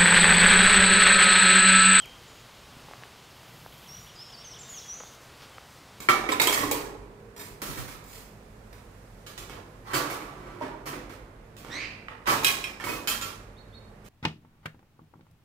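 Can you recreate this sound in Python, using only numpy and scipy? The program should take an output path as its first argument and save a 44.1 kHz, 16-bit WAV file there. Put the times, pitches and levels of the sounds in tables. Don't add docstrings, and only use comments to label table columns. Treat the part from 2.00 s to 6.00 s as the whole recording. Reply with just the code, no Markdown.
import sys
import numpy as np
from scipy import signal
from scipy.fft import rfft, irfft, next_fast_len
from scipy.io import wavfile
from scipy.ndimage import uniform_filter1d, map_coordinates

SR = 44100
rng = np.random.default_rng(int(sys.argv[2]) if len(sys.argv) > 2 else 0)


def waveform_to_disk(signal):
    frames = np.transpose(np.atleast_2d(signal))
    scaled = np.clip(frames, -1, 1) * 32767
    samples = np.round(scaled).astype(np.int16)
    wavfile.write(sys.argv[1], SR, samples)


N = 176400
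TIME_S = np.arange(N) / SR


def amp(db):
    return 10 ** (np.asarray(db) / 20)


def unit(x):
    return x / np.sqrt(np.mean(x ** 2) + 1e-20)


def along(points, hz):
    pitches, values = np.transpose(points)
    return np.interp(np.log(hz + 1), np.log(pitches + 1), values)


def level(points):
    return amp(np.interp(TIME_S, *np.transpose(points)))


def wobble(rate_hz):
    return map_coordinates(rng.standard_normal(4096), [TIME_S * rate_hz], mode="wrap")


def filtered(x, response):
    size = next_fast_len(N + SR // 2)
    return irfft(rfft(x, size) * response(np.fft.rfftfreq(size, 1 / SR)), size)[..., :N]


def noise(colour):
    return unit(filtered(rng.standard_normal(N), lambda hz: amp(along(colour, hz))))


def since(start_s):
    return np.maximum(TIME_S - start_s, 0)


def whistles(notes, edge_s=0.0024, waver_share=0.004, flutter_db=1.7):
    out = np.zeros(N)
    waver = 1 + waver_share * wobble(rate_hz=190)
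    flutter = flutter_db * wobble(rate_hz=190)
    for note in notes:
        times, hz, db = np.transpose(note)
        times = np.sort(times)
        on = (TIME_S >= times[0]) & (TIME_S <= times[-1])
        if on.any():
            t = TIME_S[on]
            glide_hz = uniform_filter1d(np.interp(t, times, hz), size=180, mode="nearest")
            phase = 2 * np.pi * np.cumsum(glide_hz * waver[on]) / SR
            fade = np.clip(np.minimum(t - times[0], times[-1] - t) / edge_s, 0, 1)
            out[on] += fade * amp(np.interp(t, times, db) + flutter[on]) * np.sin(phase)
    return out


def among_trees(x, near_db, trunks_db, far_db=-14):
    # pitch_hz, fade_s
    echo_fade = [(1000, 0.55), (3200, 0.69), (6500, 0.65)]
    delay_s, rise_s = 0.0093, 0.0092
    near_spread_s, far_delay_s, far_spread_s = 0.016, 0.097, 0.008
    hz, frame_s, spectrum = signal.stft(rng.standard_normal(SR), SR, nperseg=256)
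    swell = np.clip((frame_s - delay_s) / rise_s, 0, 1)
    fade = amp(-60 * frame_s / along(echo_fade, hz)[:, None])
    trunks = signal.istft(spectrum * swell * fade, SR, nperseg=256)[1][:SR]
    t = TIME_S[:SR]
    near = rng.standard_normal(SR) * t * np.exp(-2 * t / near_spread_s)
    far = rng.standard_normal(SR) * np.exp(-((t - far_delay_s) / far_spread_s) ** 2)
    parts = [(near, near_db), (trunks, trunks_db), (far, far_db)]
    echo = sum(amp(db) * part / np.linalg.norm(part) for part, db in parts)
    return x + signal.fftconvolve(x, echo)[:N]


def background(hush_lift_db=0.94, hush_drift_db=0.58, rumble_db=-56.5, rumble_drift_db=0.98):
    # pitch_hz, level_db
    hush_colour = [(150, -34), (250, -5), (347, -3), (427, -2), (466, -1.5), (692, -3), (781, -2),
                   (882, -2.5), (1180, -2.5), (1850, -7.5), (1990, -6.5), (3060, -11), (4790, -11),
                   (5790, -14.5), (15500, -24.5)]
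    rumble_colour = [(12, -30), (22, -6), (33, -6), (50, -0.5), (80, 1), (98, -.5), (120, 3), (150, 1),
                     (175, -3), (240, -5.5), (330, -13.5), (660, -60)]
    hiss_colour = [(1500, -12), (3000, 4), (4800, -4.5), (7000, -7.5), (10000, -20)]
    # time_s, level_db
    hush_curve = [(0.0, -53), (0.19, -53), (0.66, -53.5), (0.86, -53), (1.82, -53.5), (3.45, -53),
                  (4.0, -53.5)]
    hiss_curve = [(0, -58), (1.5, -59), (2.8, -59), (3.3, -66), (4, -64)]
    hush = level(hush_curve) * amp(hush_lift_db + hush_drift_db * wobble(7.01)) * noise(hush_colour)
    rumble = amp(rumble_db + rumble_drift_db * wobble(6.06)) * noise(rumble_colour)
    return hush + rumble + level(hiss_curve) * noise(hiss_colour)


def other_birds():
    # time_s, pitch_hz, level_db
    calls = [
        [(0.0, 3055, -33), (0.017, 3300, -49), (0.033, 3150, -38), (0.050, 2506, -46), (0.066, 1970, -56)],
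        [(0.28, 7150, -60), (0.33, 6700, -65), (0.42, 6800, -62)],
        [(1.996, 6600, -56), (2.008, 7100, -55), (2.04, 6800, -58)],
        [(2.145, 6950, -60), (2.18, 6450, -61)],
        [(2.288, 6550, -60), (2.312, 7100, -57)],
        [(2.61, 3410, -68), (2.66, 3680, -54), (2.69, 3680, -56)],
        [(2.734, 3590, -54), (2.745, 3384, -46.5), (2.757, 2850, -52)],
        [(2.772, 2730, -50), (2.782, 3140, -52), (2.796, 4000, -45.5)],
        [(2.815, 4260, -48), (2.83, 3380, -58), (2.89, 3310, -54.5)],
        [(3.0, 2846, -53), (3.02, 3400, -61), (3.08, 3700, -58)],
        [(3.50, 3600, -62), (3.535, 3110, -57), (3.565, 3020, -57)],
    ]
    # start_s, level_db
    chirps = [(1.719, -51.5), (1.833, -52), (1.948, -51), (2.064, -50), (2.178, -52), (2.296, -51),
              (2.413, -48.5), (2.534, -46)]
    # after_start_s, pitch_hz, relative_db
    arch = [(0, 2852, -4), (.012, 3396, -1.5), (.020, 4092, -17), (.028, 3500, -3.5), (.043, 2786, -0.5)]
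    arches = [np.array(arch) + [start_s, 0, db] for start_s, db in chirps]
    return among_trees(whistles(arches + calls), near_db=-15, trunks_db=-5.5)


def foliage(grain_db=1.5, grain_hz=600, snap_fade_s=0.0047):
    # peak_s, rise_s, fall_s, level_db, crunch_relative_db
    rustles = [(2.72, 0.06, 0.18, -56, 0), (3.05, .02, .03, -63, -3), (3.14, .06, .025, -59, -1),
               (3.23, 0.019, 0.059, -63, -3), (3.435, 0.049, 0.033, -62, 10), (3.76, 0.13, .06, -62.5, -4)]
    # start_s, level_db
    leaf_snaps = [(.022, -44), (.058, -37), (3.218, -54), (3.433, -53), (3.497, -47)]
    # pitch_hz, level_db
    leaf_colour = [(3000, -15), (6000, 6), (9000, -2), (14000, 0), (16000, -3)]
    crunch_colour = [(300, 3), (1000, 1.5), (3500, 4), (5500, -1), (8000, -26)]
    leaf, crunch = noise(leaf_colour), noise(crunch_colour)
    swishes = np.zeros(N)
    for peak_s, rise_s, fall_s, db, crunch_db in rustles:
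        width_s = np.where(TIME_S < peak_s, rise_s, fall_s)
        swell = np.exp(-((TIME_S - peak_s) / width_s) ** 2)
        swishes += amp(db) * swell * (leaf + amp(crunch_db) * crunch)
    snaps = sum((TIME_S >= s) * amp(db - 60 * since(s) / snap_fade_s) for s, db in leaf_snaps)
    grain = unit(amp(grain_db * wobble(grain_hz)))
    return swishes * grain + snaps * leaf


def knocks(fade_s=0.047):
    # start_s, level_db, pitch_hz
    bumps = [(.766, -45, 251), (.77, -41, 110), (3.004, -41, 490)]
    return sum(amp(db - 60 * since(s) / fade_s) * np.sin(2 * np.pi * hz * since(s))
               for s, db, hz in bumps)


def twigs():
    # start_s, level_db, pitch_hz
    ticks = [(.8855, -37.5, 890), (.9115, -33, 840), (.9355, -33, 1200), (1.024, -37, 750),
             (1.0358, -34.5, 1800), (1.054, -40, 890), (1.662, -31.5, 880), (3.0035, -34.5, 1250),
             (3.008, -35, 950), (3.0355, -33.5, 900), (3.431, -40, 1100), (3.5825, -32.5, 1300)]
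    # pitch_multiple, relative_db, fade_s (to fall 60 dB)
    tones = [(.55, -2.5, 0.0092), (1, 2, 0.009), (1.6, 0, 0.0044), (2.4, -6, 0.0037)]
    out, t = np.zeros(N + SR), TIME_S[:SR // 20]
    for start_s, db, hz in ticks:
        for k, (multiple, tone_db, fade_s) in enumerate(tones):
            ring = amp(db + tone_db - 60 * t / fade_s) * np.sin(2 * np.pi * hz * multiple * t)
            out[round(start_s * SR):][:len(t)] += (-1) ** k * ring
    return out[:N]


def drone():
    # pitch_hz, level_db
    colour = [(60, -37), (100, -11), (118, 1), (152, -0.5), (195, -7), (260, -30.5)]
    # time_s, level_db
    swell = [(1.1, -74), (1.6, -58.5), (2.05, -56.5), (2.25, -77)]
    return level(swell) * noise(colour)


def insect(rates_hz=(106, 123.5), sharpness=3.2):
    # time_s, level_db
    swell = [(1.1, -75), (1.5, -64.5), (1.8, -60.3), (2.08, -60.5), (2.13, -83)]
    # pitch_hz, level_db
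    colour = [(6000, -30), (9000, -15), (10500, -7), (11700, 1), (12900, -6), (14000, -4), (16000, -6.5)]
    pulses = sum(np.exp(sharpness * np.cos(2 * np.pi * hz * TIME_S + wobble(4.95))) for hz in rates_hz)
    return level(swell) * unit(pulses) * noise(colour)


def singer():
    # time_s, pitch_hz, level_db
    song = [
        [(1.873, 6400, -58), (1.887, 5550, -48), (1.905, 5540, -46), (1.95, 5805, -45.5), (1.972, 5790, -49)],
        [(2.150, 5460, -58), (2.164, 4915, -47), (2.186, 4900, -52), (2.202, 5110, -44), (2.228, 5400, -45.5),
         (2.25, 5450, -55)],
        [(2.316, 6400, -58), (2.329, 5270, -45), (2.341, 4850, -46), (2.358, 4470, -50)],
        [(2.372, 4970, -52), (2.388, 5480, -48.5), (2.418, 5550, -46)],
        [(2.442, 6050, -48), (2.451, 6360, -46), (2.466, 6290, -49), (2.478, 5650, -45), (2.488, 6300, -47),
         (2.497, 5500, -55)],
        [(2.508, 5930, -44), (2.526, 5460, -46), (2.538, 4950, -46)],
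        [(2.586, 6480, -53), (2.596, 7480, -44), (2.602, 7620, -48.5), (2.613, 7300, -42.5), (2.629, 6130, -49),
         (2.642, 6080, -45)],
        [(2.688, 6440, -48), (2.701, 7080, -43), (2.714, 6920, -46), (2.763, 6390, -42.5), (2.785, 5680, -41.5),
         (2.802, 5030, -48)],
        [(2.864, 7400, -51), (2.880, 6130, -49), (2.896, 5830, -38), (2.913, 5830, -39), (2.924, 6010, -41.5),
         (2.939, 6080, -38), (2.951, 6950, -51), (2.964, 6200, -48)],
        [(2.968, 6150, -40), (2.980, 7200, -51), (2.996, 6100, -43), (3.007, 7150, -50), (3.024, 6050, -46)],
    ]
    return among_trees(whistles(song), near_db=-9.5, trunks_db=-3.5)


def scene():
    mix = background() + other_birds() + foliage() + knocks() + twigs() + drone() + insect() + singer()
    return np.array([mix, mix])


def record(dry):
    top_hz = 15700
    return filtered(dry, lambda hz: hz < top_hz)


dry = scene()
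out = record(dry)
waveform_to_disk(out)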